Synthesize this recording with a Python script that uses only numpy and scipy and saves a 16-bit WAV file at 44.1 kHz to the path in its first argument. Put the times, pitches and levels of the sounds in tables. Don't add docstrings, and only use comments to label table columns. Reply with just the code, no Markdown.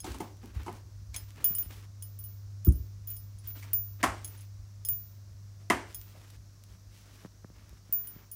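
import sys
import numpy as np
from scipy import signal
from scipy.fft import rfft, irfft
from scipy.io import wavfile
from scipy.ndimage import uniform_filter1d

SR = 44100
rng = np.random.default_rng(int(sys.argv[2]) if len(sys.argv) > 2 else 0)


def master_out(mix):
    frames = np.transpose(np.atleast_2d(mix))
    ceiling = np.clip(frames, -1, 1)
    pcm = np.round(ceiling * 32767).astype(np.int16)
    wavfile.write(sys.argv[1], SR, pcm)


def gain_from_db(level_db):
    decades = np.asarray(level_db, float) / 20
    return 10 ** decades


N = 368235


def rms_one(x):
    return x / np.sqrt(np.mean(x ** 2) + 1e-20)


def energy_one(x):
    return x / np.sqrt(np.sum(x ** 2) + 1e-20)


def in_time(rows):
    time_s, *columns = np.transpose(rows)
    return [np.interp(np.arange(N) / SR, time_s, column) for column in columns]


def at_hz(points, hz):
    freq_hz, value = np.transpose(points)
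    return np.interp(np.log(hz), np.log(freq_hz), value)


def band(x, low_hz, high_hz, order=2):
    edges_hz = [low_hz, min(high_hz, 0.45 * SR)]
    return signal.sosfilt(signal.butter(order, edges_hz, "band", fs=SR, output="sos"), x)


def drift(rate_hz):
    step = 40
    pole = np.exp(-2 * np.pi * rate_hz * step / SR)
    white = rng.standard_normal(N // step + 2002)
    slow = signal.lfilter([1], [1, -2 * pole, pole * pole], white)[2000:]
    return np.interp(np.arange(N) / step, np.arange(len(slow)), rms_one(slow))


def coloured(spectrum):
    hz = np.maximum(np.fft.rfftfreq(N, 1 / SR), 1)
    gain = gain_from_db(at_hz(spectrum, hz)) * (hz < 15800)
    return rms_one(irfft(rfft(rng.standard_normal(N)) * gain, N))


def ring(x, modes):
    out = 0
    for k, (freq_hz, level_db, t60_s) in enumerate(modes):
        radius = gain_from_db(-60 / (t60_s * SR))
        angle = 2 * np.pi * freq_hz / SR
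        feed = [0, gain_from_db(level_db) * np.sin(angle)]
        poles = [1, -2 * radius * np.cos(angle), radius * radius]
        out = out + (-1) ** k * signal.lfilter(feed, poles, x + 1e-18)
    return out


def add(out, start_s, piece):
    i = round(start_s * SR)
    out[i:i + len(piece)] += piece[:N - i]


def clicks(rows, low_hz, high_hz, order=2):
    out = np.zeros(N)
    shape = band(np.eye(1, 400)[0], low_hz, high_hz, order=order)
    shape = shape / np.abs(shape).max()
    for start_s, peak_db in rows:
        add(out, start_s, gain_from_db(peak_db) * shape)
    return out


# time_s, rms_db
HUM_LEVEL = [(0, -53.5), (.7, -47), (1.5, -51), (2.1, -45.5), (2.9, -44), (3.4, -46), (4.1, -45),
             (4.8, -48), (5.5, -49), (6.2, -53), (7.5, -57), (8.35, -58)]


def hum():
    phase = 2 * np.pi * 100.1 * np.arange(N) / SR
    waver_db = 1.0 * drift(3.1)
    second = np.sqrt(2) * gain_from_db(in_time(HUM_LEVEL)[0] + waver_db) * np.sin(phase)
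    return second + gain_from_db(-59.5) * np.sin(phase / 2)


# time_s, rms_db
RUMBLE_LEVEL = [(0.0, -55), (2.44, -56.5), (2.67, -53.5), (8.35, -63.5)]


def rumble():
    noise = rms_one(band(band(rng.standard_normal(N), 27, 93), 33, 150))
    lumps_db = 4 * drift(8.1)
    return gain_from_db(in_time(RUMBLE_LEVEL)[0] + lumps_db) * noise


# freq_hz, relative_density_db (per Hz)
HISS_SPECTRUM = [(79, -49), (135, -4.5), (197, -5.5), (222, -13.5), (372, -17), (427, -21.5), (611, -19),
                 (807, -24.5), (1090, -22), (3120, -31), (5780, -20), (8940, -33.5), (15600, -33.5)]


def hiss():
    rms_db = -63.5
    return gain_from_db(rms_db) * coloured(HISS_SPECTRUM)


# start_s, tick_peak_db, first_key_db, second_key_db, small_key_pair_db
KEY_CLINKS = [(0.0034, -29.5, -69, -64, -44), (0.2055, -70, -62, -75, -53.5),
              (1.163, -37.5, -53.5, -62, -36.5), (1.4432, -28.5, -27.5, -24.5, -39.5),
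              (1.5516, -17, -39.5, -32.5, -61), (1.584, -25, -34, -44, -50), (1.6262, -48, -53, -37.5, -60),
              (2.0243, -28, -52, -39, -52.5), (2.1894, -37, -55, -47.5, -65),
              (2.2395, -48, -51.5, -45.5, -64), (2.6486, -28, -42, -49.5, -52),
              (2.6892, -27, -74, -49, -58), (2.7224, -32, -59, -51, -62), (2.755, -52, -61, -54.5, -80),
              (3.0732, -38, -41, -45, -58), (3.1027, -32, -43, -44.5, -71), (3.166, -36, -53, -46, -55),
              (3.3857, -51, -76, -62, -59), (3.474, -38, -44, -52, -67), (3.7325, -28.5, -33, -36, -52),
              (4.2459, -30, -56, -41, -41), (4.2773, -34, -59, -50, -53), (4.376, -52, -84, -56, -64),
              (4.4074, -56, -67.5, -74, -59), (4.8499, -36, -45.5, -38, -40.5),
              (4.8868, -17, -35, -32, -47), (5.9458, -26, -46, -44.5, -44),
              (7.9255, -28.5, -31.5, -45, -69), (8.0726, -56, -46, -39.5, -64),
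              (8.3152, -32, -45.5, -40.5, -61)]
# level_db (relative to the strike), t60_s
KEY_RINGS = [
    [(9, 0.35), (-21, 0.43)],
    [(-1, 0.12), (-7, 0.12), (-23, 0.17), (-23, 0.25), (-18, .08)],
    [(3, 0.093), (1.5, 0.046), (-31, 0.061)],
    [(-24, 0.048), (-1, 0.093), (-7.5, 0.047), (-12, 0.22)],
]
KEY_MODES_HZ = [
    [14797, 6872],
    [10377, 9118, 3004, 5134, 12040],
    [10962, 6520, 5134],
    [14295, 9405, 3336, 5134],
]


def keys():
    strike_spread_db = 2.5
    clatter_db, clatter_t60_s = -6.5, 0.07
    rows, t = np.array(KEY_CLINKS), np.arange(N) / SR
    last = np.searchsorted(rows[:, 0], t) - 1
    since_s = np.where(last >= 0, t - rows[last, 0], 9)

    out = clicks(rows[:, :2], 7300, 14000, order=3)
    clatter = rms_one(band(rng.standard_normal(N), 4700, 15000)) * gain_from_db(3.3 * drift(150))
    out += clatter * gain_from_db(rows[last, -1] + clatter_db - 60 * since_s / clatter_t60_s)

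    for key, modes in enumerate(KEY_RINGS):
        key_db = rows[:, 2 + min(key, 2)]
        for freq_hz, (level_db, t60_s) in zip(KEY_MODES_HZ[key], modes):
            chance, phase = rng.standard_normal((2, len(rows)))
            strike_db = key_db + level_db + strike_spread_db * chance
            envelope = gain_from_db(strike_db[last] - 60 * since_s / t60_s)
            out += envelope * np.sin(2 * np.pi * freq_hz * since_s + phase[last])
    return out


# start_s, end_s, start_db, treble_db (relative to the body)
RUSTLE_STROKES = [(0.042, .33, -45, -5), (0.421, .52, -56.5, -6), (0.543, .82, -52, -5.5),
                  (1.139, 1.248, -53, -7), (1.28, 1.363, -63, -1), (1.365, 1.684, -53, -1.5),
                  (1.696, 1.869, -53, -2), (3.07, 3.15, -65, -1), (3.44, 3.526, -62, 0.5),
                  (3.555, 3.74, -56.5, -1), (4, 4.046, -48.5, -12), (4.136, 4.452, -65, 2),
                  (5.59, 5.63, -76, -14.5), (5.867, 6.362, -64, -0.5), (6.686, 6.76, -68.5, 1),
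                  (6.913, 7.272, -64.5, 0), (7.547, 7.79, -67, -8), (7.858, 8.014, -68, -12),
                  (8.043, 8.25, -64.5, -16)]
# freq_hz, relative_density_db (per Hz)
CLOTH_SPECTRUM = [(150, -35.5), (250, -1), (605, -12), (745, -14), (949, -10.5), (2930, -13), (5850, -17),
                  (14900, -23.5), (15700, -23)]


def rustle(patchy_db, grain_db):
    stroke_end_db = -64.5
    body, treble, t = np.zeros(N), np.zeros(N), np.arange(N) / SR
    for start_s, end_s, start_db, treble_db in RUSTLE_STROKES:
        glide_db = np.interp(t, [start_s, end_s], [start_db, stroke_end_db])
        stroke = (t > start_s) * (t < end_s) * gain_from_db(glide_db)
        body += stroke
        treble += stroke * gain_from_db(treble_db)
    body = uniform_filter1d(body, size=1100) * gain_from_db(patchy_db * drift(9))
    treble = uniform_filter1d(treble, size=1100) * gain_from_db(patchy_db * drift(9))

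    crackle = (rng.random(N) < 45 / SR) * gain_from_db(21.0 + 6.0 * rng.standard_normal(N))
    cloth = coloured(CLOTH_SPECTRUM) * gain_from_db(grain_db * drift(65)) + band(crackle, 470, 9000)
    high = band(cloth, 1780, 19000)
    return body * (cloth - high) + treble * high


# start_s, main_db, boom_db, snap_db (as energies), pitch_hz
KNOCKS_AND_SCUFFS = [(0.043, -10.5, -14.5, -19, 790), (0.073, -38, -12.5, -43, 1030),
                     (0.143, -18.5, -18.5, -24, 970), (0.202, -6.5, -7.5, -21.5, 794),
                     (0.43, -26, -18, -48, 840), (0.662, -12, -18.5, -28, 900), (0.679, -7, -12, -33, 870),
                     (1.142, -16.5, -58, -16, 2260), (1.702, -35, -54, -49, 845),
                     (2.665, -26, -12.5, -33, 1270), (3.625, -20, -51, -27.5, 2150),
                     (4.029, 4.5, -3, -7, 1990), (4.038, 7.5, -6.5, -5.5, 1190),
                     (5.605, -37.5, -44, -41.5, 638), (5.7, 7.5, 1, -4.5, 2003), (5.706, 5, -5.5, -13, 993),
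                     (6.146, -29, -48, -53, 590)]
# freq_hz, relative_level_db, t60_s
TREAD_MODES = [(666, 12.5, 0.046), (1006, 12.5, 0.026), (1219, 8.5, 0.043), (1676, 9.5, 0.011),
               (2100, 8, 0.023), (2317, 0.5, 0.035), (2600, 7.5, 0.02), (3170, 4, 0.012)]


def knocks():
    middling_db, middling_contact_s = -9.5, 0.009
    out, t = np.zeros(N), np.arange(5000) / SR
    for start_s, main_db, boom_db, snap_db, pitch_hz in KNOCKS_AND_SCUFFS:
        contact_s = middling_contact_s * gain_from_db(-0.52 * (max(main_db, boom_db) - middling_db))
        contacts = rng.standard_normal((2, len(t))) * gain_from_db(4.3 * rng.standard_normal(len(t)))
        attack = 1 - np.exp(-t / (0.05 * contact_s))
        decay = np.exp(-t / contact_s) + 0.66 * np.exp(-t / 0.019)
        rattle, low_rattle = contacts * attack * decay

        spot = energy_one(band(rattle, pitch_hz / 1.115, pitch_hz * 1.147))
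        tread = energy_one(ring(band(rattle, pitch_hz / 2.7, pitch_hz * 3.2), TREAD_MODES))
        boom = energy_one(band(band(low_rattle, 200, 380), 120, 453))
        snap = energy_one(band(rattle, 2413, 9600))

        spread = np.clip(0.22 * gain_from_db(0.47 * (main_db - middling_db)), 0.3, 1)
        add(out, start_s, gain_from_db(main_db) * ((1 - spread) * spot + spread * tread))
        add(out, start_s, gain_from_db(boom_db) * boom + gain_from_db(snap_db) * snap)
    return out


# freq_hz, t60_s
WELL_DECAY = [(120, 0.09), (400, 0.51), (1000, 0.34), (2800, 0.39), (7000, 0.5), (15000, 0.13)]


def stairwell(x):
    out, white = 0, rng.standard_normal((2, N))
    fill = np.exp(-1 / (0.0013 * SR))
    for k, low_hz in enumerate(50 * 2 ** np.arange(0, 8.4, 0.5)):
        high_hz = np.sqrt(2) * low_hz
        keep = gain_from_db(-120 / (at_hz(WELL_DECAY, 1.24 * low_hz) * SR))
        power = band(x, low_hz, high_hz, order=4) ** 2 + 1e-18
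        power = signal.lfilter([1 - fill], [1, -fill], power)
        power = signal.lfilter([1 - keep], [1, -keep], power)
        out = out + np.sqrt(power) * rms_one(band(white[k % 2], low_hz, high_hz, order=3))
    return out


# start_s, impulse_db (area of the push)
HEEL_THUDS = [(0.087, -29.5), (0.55, -25), (0.592, -29.5), (1.079, -33), (1.12, -35.5), (1.206, -34.5),
              (1.642, -32.5), (2.67, -9.5), (2.784, -27.5), (3.318, -38.5), (4.061, -29.5), (5.722, -34),
              (6.686, -38.5), (7.692, -36)]
# freq_hz, level_db (for a unit impulse), t60_s
STAIR_MODES = [(61.4, 3.5, 0.16), (86.7, 7, 0.057), (122, -0.5, 0.09), (188.4, -9, 0.16),
               (267, -12.5, 0.18), (335, -3, 0.1)]


def thuds():
    middling_db, middling_push_s = -26, 0.009
    push = np.zeros(N)
    for start_s, impulse_db in HEEL_THUDS:
        push_s = middling_push_s * gain_from_db(0.4569 * (middling_db - impulse_db))
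        shape = np.hanning(int(push_s * SR))
        add(push, start_s, gain_from_db(impulse_db) * shape / shape.sum())
    return ring(push, STAIR_MODES)


# start_s, peak_db
BRIGHT_TICKS = [(0.1862, -36), (0.3701, -47.5), (0.4589, -40), (0.551, -46), (0.6335, -40), (0.7284, -38.5),
                (3.1144, -37), (4.392, -43), (4.4204, -45.5), (4.9319, -35), (6.0147, -34), (6.3056, -41.5),
                (6.6385, -39), (7.6943, -42.5)]


def ticks():
    return clicks(BRIGHT_TICKS, 2100, 14500)


# start_s, impulse_db (area of the push), push_rise_s
HOUSING_TAPS = [(1.506, -31.5, 0.00086), (1.658, -47, 0.00039), (7.248, -36, 0.00029),
                (7.258, -46.5, 0.00019), (7.445, -40.5, 0.00025), (7.5, -47, 0.00032),
                (7.727, -50, 0.00036), (7.893, -47, 0.00048), (8.161, -36.5, 0.00075)]
# freq_hz, level_db (for a unit impulse), t60_s
HOUSING_MODES = [(169, 5, 0.032), (322, 5.5, 0.017), (570, 10.5, 0.0061), (1180, 10.5, 0.007),
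                 (1790, 10, 0.011)]


def taps():
    push, t = np.zeros(N), np.arange(400) / SR
    for start_s, impulse_db, push_rise_s in HOUSING_TAPS:
        shape = t * np.exp(-t / push_rise_s)
        add(push, start_s, gain_from_db(impulse_db) * shape / shape.sum())
    return ring(push, HOUSING_MODES)


def scene():
    still = hum() + rumble() + hiss()
    clink = keys()
    cloth = rustle(patchy_db=2.5, grain_db=1.5)
    knock = knocks() + ticks()
    thud = thuds()
    echo = stairwell(gain_from_db(-7.5) * knock + gain_from_db(-14) * thud)
    return (knock + thud + echo + clink + taps() + cloth + still)[None]


def band_limit(x):
    return signal.sosfilt(signal.butter(12, 16920, fs=SR, output="sos"), x)


def record(dry):
    x = signal.sosfilt(signal.butter(4, 47, "high", fs=SR, output="sos"), dry)
    return band_limit(x)


dry = scene()
out = record(dry)
master_out(out)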